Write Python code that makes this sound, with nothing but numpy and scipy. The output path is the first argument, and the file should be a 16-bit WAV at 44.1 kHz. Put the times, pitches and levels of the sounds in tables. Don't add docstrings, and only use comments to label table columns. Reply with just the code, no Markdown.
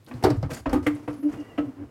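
import sys
import numpy as np
from scipy import signal
from scipy.fft import rfft, irfft
from scipy.io import wavfile
from scipy.ndimage import uniform_filter1d

SR = 44100
rng = np.random.default_rng(int(sys.argv[2]) if len(sys.argv) > 2 else 0)


def store_wav(level_fs):
    pcm = np.round(np.clip(np.atleast_2d(level_fs), -1, 1) * 32767)
    wavfile.write(sys.argv[1], SR, pcm.T.astype(np.int16))


def amplitude_ratio(level_db):
    exponent = np.asarray(level_db, float) / 20
    return 10 ** exponent


N = 83790

# f/Hz, level/dB, t60/s
EDGE_MODES = [(1564, -1, .03), (1728, -6, .03), (1890, 2, .035), (2040, 0, .03), (2527, -7, .03),
              (3070, -20, .02), (3260, -24, .02)]


def colour(x, points):
    hz, db = np.array(points).T
    f = np.fft.rfftfreq(len(x), 1 / SR) + 1
    gain = amplitude_ratio(np.interp(np.log(f), np.log(hz), db))
    y = irfft(rfft(x) * gain, len(x))
    return y / y.std()


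def band(x, lo_hz, hi_hz):
    sos = signal.butter(2, [lo_hz, min(hi_hz, .45 * SR)], "band", fs=SR, output="sos")
    y = signal.sosfilt(sos, x)
    return y / y.std()


def walk(rate_hz):
    k = int(SR / rate_hz)
    held = np.repeat(rng.standard_normal(N // k + 1), k)
    drift = uniform_filter1d(held, k)[:N]
    return drift / drift.std()


def add(out, start_s, x):
    i = max(int(start_s * SR), 0)
    out[i:i + len(x)] += x[:N - i]


def fade(t, t60_s):
    return np.exp(-np.log(1000) * t / t60_s)


def ring(modes, t, rise_s, buzz_db=3):
    scatter_db, detune, buzz_hz = 2.5, .005, 60
    hz, db, t60_s = np.array(modes).T[:, :, None]
    weight, shift, phase = rng.standard_normal((3, len(modes), 1))
    k = int(SR / buzz_hz)
    shake = rng.standard_normal((len(modes), len(t)))
    shake = uniform_filter1d(uniform_filter1d(shake, k), k) * np.sqrt(2.75 * k)
    gain = amplitude_ratio(db + scatter_db * weight + buzz_db * shake) * fade(t, t60_s)
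    angle = 2 * np.pi * hz * (1 + detune * shift) * t + 2 * phase + buzz_db / 6 * shake[::-1]
    y = (gain * np.sin(angle)).sum(axis=0) * (1 - np.exp(-t / rise_s))
    return y / np.sqrt(uniform_filter1d(y ** 2, size=600).max())


def blows(events, frame_modes, edge_modes, panel_modes):
    frame_rise_s, panel_rise_s = 0.0033, 0.0057
    rattle_db, rattle_t60_s = 0, 0.12
    clack_noise_db, clack_t60_s, crack_t60_s = 7, .055, .07
    out, t = np.zeros(N), np.arange(SR // 3) / SR
    rise = 1 - np.exp(-t / frame_rise_s)
    for s, frame_db, panel_db, clack_db, crack_db in events:
        n = rng.standard_normal((3, len(t)))
        rattle = band(n[0], 198, 1140) * fade(t, rattle_t60_s) * rise
        frame = ring(frame_modes, t, frame_rise_s) + amplitude_ratio(rattle_db) * rattle
        panel = ring(panel_modes, t, panel_rise_s, buzz_db=1.05)
        clatter = band(band(n[1], 1300, 3100), 1300, 3100) * fade(t, clack_t60_s) * rise
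        clack = ring(edge_modes, t, frame_rise_s) + amplitude_ratio(clack_noise_db) * clatter
        crack = band(n[2], 3800, 13000) * fade(t, crack_t60_s) * rise
        add(out, s, amplitude_ratio(frame_db - 4.5) * frame + amplitude_ratio(panel_db) * panel)
        add(out, s, amplitude_ratio(clack_db) * clack + amplitude_ratio(crack_db) * crack)
    return out


def unfolding_knocks():
    # t/s, frame/dB, panel/dB, clack/dB, crack/dB
    unfold_blows = [
        (.081, -59, -55, -58, -52.5),
        (.111, -38.5, -43, -48.5, -81),
        (.428, -28, -35.5, -59, -66),
        (.493, -40.5, -51, -67, -58),
        (.505, -39, -60, -48, -58),
        (.511, -34, -43, -43.5, -47),
        (.522, -42, -44, -57, -60),
        (.568, -43.5, -45, -51, -49),
        (.657, -22, -27, -40, -79),
        (.696, -41, -45, -53, -74),
    ]
    # f/Hz, level/dB, t60/s
    unfold_frame = [(490, -3, 0.034), (555.3, -2, 0.14), (633, -4.5, 0.09), (800, 10.5, 0.012),
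                    (1010, 4, 0.026), (1134, -8.5, 0.043), (1282, -6.5, 0.036)]
    unfold_panel = [(269, -6.5, 0.18), (291.4, -2.5, 0.17), (363, -12.5, 0.11)]
    return blows(unfold_blows, unfold_frame, EDGE_MODES, unfold_panel)


def hinge_slams():
    # t/s, frame/dB, panel/dB, clack/dB, crack/dB
    slam_blows = [
        (.225, -32.5, -32.5, -47, -43),
        (.238, -16, -31, -40.5, -30.5),
        (.2455, -16, -15.5, -57, -56),
        (.261, -21, -21.5, -56, -65),
        (.302, -26.5, -35, -44, -57),
    ]
    # f/Hz, level/dB, t60/s
    hinge_modes = [(493, 3, 0.079), (615, 1.5, 0.12), (753, 5.5, 0.053), (900, -2, 0.071),
                   (1123, -27, 0.074), (1312, -17, 0.12)]
    folded_modes = [(293.8, -11, 0.28), (368, 0.5, 0.091), (431.5, -4.5, 0.095)]
    return blows(slam_blows, hinge_modes, EDGE_MODES, folded_modes)


def straightening_snaps():
    # t/s, frame/dB, panel/dB, clack/dB, crack/dB
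    snap_blows = [
        (.7285, -19.5, -19.5, -43.5, -35.5),
        (.741, -28, -21.5, -49, -46),
        (.758, -31, -27, -55, -52),
    ]
    # f/Hz, level/dB, t60/s
    leaf_modes = [(516, 6, .06), (625, -6, 0.079), (792, 1, 0.043), (990, -11, 0.1), (1155, -4, 0.053),
                  (1250, -8, .08)]
    bent_modes = [(262.5, -3, 0.16), (293, -3, 0.17), (359.2, -5.5, .12), (441, -10.5, 0.088)]
    return blows(snap_blows, leaf_modes, EDGE_MODES, bent_modes)


def shutting_knocks():
    # t/s, frame/dB, panel/dB, clack/dB, crack/dB
    shut_blows = [
        (.864, -20.5, -18, -26.5, -34.5),
        (1.077, -28.5, -29, -48, -54),
        (1.327, -47.5, -36, -53.5, -54.5),
        (1.338, -45, -35.5, -53, -60.5),
    ]
    # f/Hz, level/dB, t60/s
    post_modes = [(487.5, 0.5, 0.11), (590, 6, 0.055), (740, 0.5, 0.061), (968, -6, 0.058),
                  (1165, 2.5, 0.055), (1353, -3.5, 0.078)]
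    flat_modes = [(294, 4, .27), (373.5, -16, .14), (460.8, -18, .14)]
    return blows(shut_blows, post_modes, EDGE_MODES, flat_modes)


def seating_knocks():
    # t/s, frame/dB, panel/dB, clack/dB, crack/dB
    seat_blows = [
        (1.577, -35, -41, -45, -57),
        (1.5815, -27, -19, -40, -58.5),
    ]
    # f/Hz, level/dB, t60/s
    seated_frame = [(558, 6, 0.074), (686, 4, 0.044), (762, 1, 0.053), (883, -3, 0.038), (1030, -17, 0.054),
                    (1120, -6.5, 0.065), (1300, -3, 0.051)]
    seated_edge = [(1545, -2, .05), (1685, 0, .05), (1960, -2, .045), (2330, -2, .045), (2500, 0, .04),
                   (2770, -4, .045), (2970, -2, .04), (3190, -7, .04)]
    seated_panel = [(291, 4.5, .22), (361, -16.5, 0.17), (467, -10, 0.3), (601, -16.5, 0.24)]
    return blows(seat_blows, seated_frame, seated_edge, seated_panel)


def tray_thuds():
    # t/s, level/dB
    thud_events = [
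        (0.142, -34),
        (.238, -19.5),
        (0.429, -23),
        (0.513, -34),
        (0.658, -34.5),
        (0.732, -29),
        (0.867, -32),
        (1.081, -36),
        (1.334, -38.5),
        (1.584, -35),
    ]
    # f/Hz, level/dB, t60/s
    tray_modes = [(55, -10, .2), (95, -6.5, .2), (125, 1.5, .13), (169, -6, .1)]
    out, t = np.zeros(N), np.arange(SR // 3) / SR
    for s, db in thud_events:
        add(out, s, amplitude_ratio(db) * ring(tray_modes, t, rise_s=0.003))
    return out


def swell(length_s):
    t = np.arange(int(length_s * SR)) / SR
    ramp = np.interp(t / length_s, [0, 0.44, 1], [0, 1, 0])
    ramp = ramp * (t > .004) * (t < length_s - .004)
    return t, np.abs(uniform_filter1d(ramp, size=300, mode="constant")) ** 0.94


def groans():
    # t/s, length/s, level/dB, f/Hz
    groan_events = [(0.095, .11, -40, 248), (.141, 0.071, -37.5, 118), (.289, 0.039, -19, 296),
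                    (0.299, 0.049, -20, 120), (.3, 0.064, -34.5, 186), (.33, 0.053, -32.5, 280.4),
                    (0.34, 0.033, -30, 40), (0.367, .042, -20.5, 103), (0.404, 0.037, -30, 94),
                    (0.476, 0.029, -37.5, 110), (0.596, 0.056, -43, 71), (.66, .04, -29.5, 289),
                    (.663, .041, -25.5, 54), (0.701, 0.059, -29, 49.4), (0.733, .028, -21.5, 261.6),
                    (0.764, 0.042, -29.5, 87.4), (0.804, .05, -33, 90), (0.818, 0.032, -34, 279),
                    (0.931, 0.041, -35.5, 121), (0.963, 0.083, -40.5, 293), (.98, 0.057, -44.5, 111.8),
                    (1.172, 0.058, -35.5, 274), (1.224, 0.09, -17.5, 294), (1.375, 0.061, -28.5, 295.7),
                    (1.62, 0.033, -29.5, 291), (1.63, .088, -38.5, 120.4), (1.667, 0.05, -31, 268),
                    (1.725, 0.032, -42.5, 285), (1.763, 0.043, -40.5, 280.8), (1.771, 0.086, -40, 101),
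                    (1.792, .07, -33.5, 291), (1.831, 0.054, -46, 70.5)]
    wobble_depth, octave_db = 0.0039, -23.5
    out, wobble = np.zeros(N), walk(40.44)
    for s, length_s, db, hz in groan_events:
        t, e = swell(length_s)
        pitch_hz = hz * (1 + wobble_depth * wobble[int(s * SR):][:len(t)])
        phase = 2 * np.pi * np.cumsum(pitch_hz) / SR
        e = e[:len(phase)]
        tone = np.sin(phase) + amplitude_ratio(octave_db) * e * np.sin(2 * phase)
        add(out, s, amplitude_ratio(db) * np.sqrt(2) * e * tone)
    return out


def scrape():
    # t/s, length/s, body/dB, hiss/dB
    strokes = [(0.069, 0.52, -46, -62), (0.231, 0.14, -32.5, -79), (0.501, 0.039, -38, -43.5),
               (0.531, 0.023, -50, -38), (0.54, 0.076, -44.5, -45.5), (0.689, 0.13, -34.5, -57.5),
               (0.824, 0.13, -43, -54.5), (0.945, 0.16, -45.5, -60.5), (1.094, 0.13, -44.5, -60),
               (1.124, 0.032, -46, -58), (1.224, 0.73, -46, -65.5), (1.312, 0.15, -48.5, -65),
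               (1.609, 0.13, -50.5, -78)]
    # t/s, length/s, level/dB
    slow_rubs = [
        (1.157, 0.082, -59),
        (1.747, 0.13, -48.5),
    ]
    # f/Hz, level/dB
    body_spectrum = [(150, -4), (280, 6), (500, -2), (1000, -10), (2000, -20), (3200, -30), (4500, -60)]
    hiss_spectrum = [(2500, -0.5), (3800, -5), (4700, 0), (7000, -4), (11000, -8), (15500, -16)]
    # f/Hz, bandwidth/Hz, level/dB
    rail_bands = [(4700, 500, -13), (6900, 500, -13)]
    grit_db, stick_db, stick_hz = 1.5, 1.5, 63.46
    stroke_edge_s, stroke_sag_db = .006, 11
    rail_from_s, rail_to_s = .545, .625
    t = np.arange(N) / SR
    grit = rng.standard_normal(N) * amplitude_ratio(grit_db * rng.exponential(size=N))
    rail = sum(amplitude_ratio(db) * band(grit, hz - w / 2, hz + w / 2) for hz, w, db in rail_bands)
    hiss = colour(grit, hiss_spectrum) + rail * ((t > rail_from_s) & (t < rail_to_s))
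    body_gain, hiss_gain = np.zeros(N), np.zeros(N)
    for s, length_s, body_db, hiss_db in strokes:
        on = np.clip(np.minimum(t - s, (s + length_s - t) / 2) / stroke_edge_s, 0, 1)
        on = on * amplitude_ratio(-stroke_sag_db * np.clip((t - s) / length_s, 0, 1))
        body_gain += amplitude_ratio(body_db) * on
        hiss_gain += amplitude_ratio(hiss_db) * on
    for s, length_s, db in slow_rubs:
        add(body_gain, s, amplitude_ratio(db) * swell(length_s)[1])
    slide = colour(grit, body_spectrum) * body_gain + hiss * hiss_gain
    return slide * amplitude_ratio(stick_db * walk(stick_hz))


def ticks():
    # t/s, level/dB, f/Hz
    tick_events = [(0.046, -64, 11100), (0.064, -56.5, 3860), (0.139, -56.5, 4100), (0.238, -31, 4500),
                   (0.246, -35.5, 4800), (0.302, -39, 4680), (.304, -49.5, 7650), (0.368, -62, 7800),
                   (0.427, -47.5, 4700), (0.546, -44, 7800), (0.695, -49, 4900), (0.847, -62, 7200),
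                   (0.95, -57, 9000), (1.126, -71, 5700), (1.324, -58, 6450), (1.401, -60.5, 5600)]
    t60_s, ring_db, spread = 0.01, 3, 0.17
    out, t = np.zeros(N), np.arange(SR // 8) / SR
    for s, db, hz in tick_events:
        n = rng.standard_normal((2, len(t)))
        click = band(n[0], 2900, 15000) * fade(t, t60_s)
        ringing = band(n[1], (1 - spread) * hz, (1 + spread) * hz) * fade(t, 5.4 * t60_s)
        add(out, s, amplitude_ratio(db) * (click + amplitude_ratio(ring_db) * ringing))
    return out


def squeaks():
    # t/s, length/s, level/dB, from f/Hz, to f/Hz
    squeak_events = [(1.038, 0.045, -72, 10050, 10800), (1.073, .075, -68, 10700, 11050),
                     (1.124, 0.074, -65, 9870, 10000), (1.179, 0.046, -65, 10600, 10960),
                     (1.203, .08, -65.5, 10300, 10560), (1.2, 0.06, -66, 11100, 11600),
                     (1.2, 0.051, -68.5, 11900, 12100), (1.177, 0.1, -70, 13400, 13550),
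                     (1.236, 0.11, -62.5, 2855, 2856), (1.339, 0.13, -59, 2855, 2795),
                     (1.46, 0.094, -63, 2970, 2670), (1.267, 0.3, -59.5, 1930, 1973)]
    rel_width, flatness = .017, .3
    out = np.zeros(N)
    for s, length_s, db, from_hz, to_hz in squeak_events:
        t, e = swell(length_s)
        hz = from_hz + (to_hz - from_hz) * t / length_s
        tone = np.sin(2 * np.pi * np.cumsum(hz) / SR)
        rough = band(rng.standard_normal(N), 12, rel_width * to_hz)[:len(t)]
        add(out, s, amplitude_ratio(db + walk(43)[:len(t)]) * rough * e ** flatness * tone)
    return out


def room(x):
    t, n = np.arange(SR // 2) / SR, rng.standard_normal((2, SR // 2))
    low = band(n[0], 110, 1860) * fade(t, 0.24)
    high = 1.69 * band(n[1], 1900, 22000) * fade(t, 0.29)
    tail = (low + high) * (t > .003)
    return signal.fftconvolve(x, tail / np.sqrt((tail ** 2).sum()))[:N]


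def still_air():
    # f/Hz, level/dB
    air_spectrum = [(35, -38), (70, -9), (115, 11), (190, -12), (290, -10.5), (1000, -22.5), (3500, -30.5),
                    (16000, -40.5)]
    air_db, drift_db, calm_from_s, calm_db_per_s = -53, 0.59, 1.65, -5
    calm_db = calm_db_per_s * np.maximum(np.arange(N) / SR - calm_from_s, 0)
    return colour(rng.standard_normal(N), air_spectrum) * amplitude_ratio(air_db + drift_db * walk(5.2) + calm_db)


def scene():
    door = unfolding_knocks() + hinge_slams() + straightening_snaps() + shutting_knocks() + seating_knocks()
    door = door + tray_thuds() + scrape() + ticks() + squeaks()
    room_db = -12
    return (door + groans() + amplitude_ratio(room_db) * room(door) + still_air())[None]


def roll_off(x):
    return signal.sosfilt(signal.butter(12, 16470, fs=SR, output="sos"), x)


def record(dry):
    low_cut = signal.butter(2, 40, "high", fs=SR, output="sos")
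    top_cut = signal.ellip(8, .2, 60, 16100, fs=SR, output="sos")
    mix = signal.sosfilt(top_cut, signal.sosfilt(low_cut, dry))
    return roll_off(mix)


dry = scene()
out = record(dry)
store_wav(out)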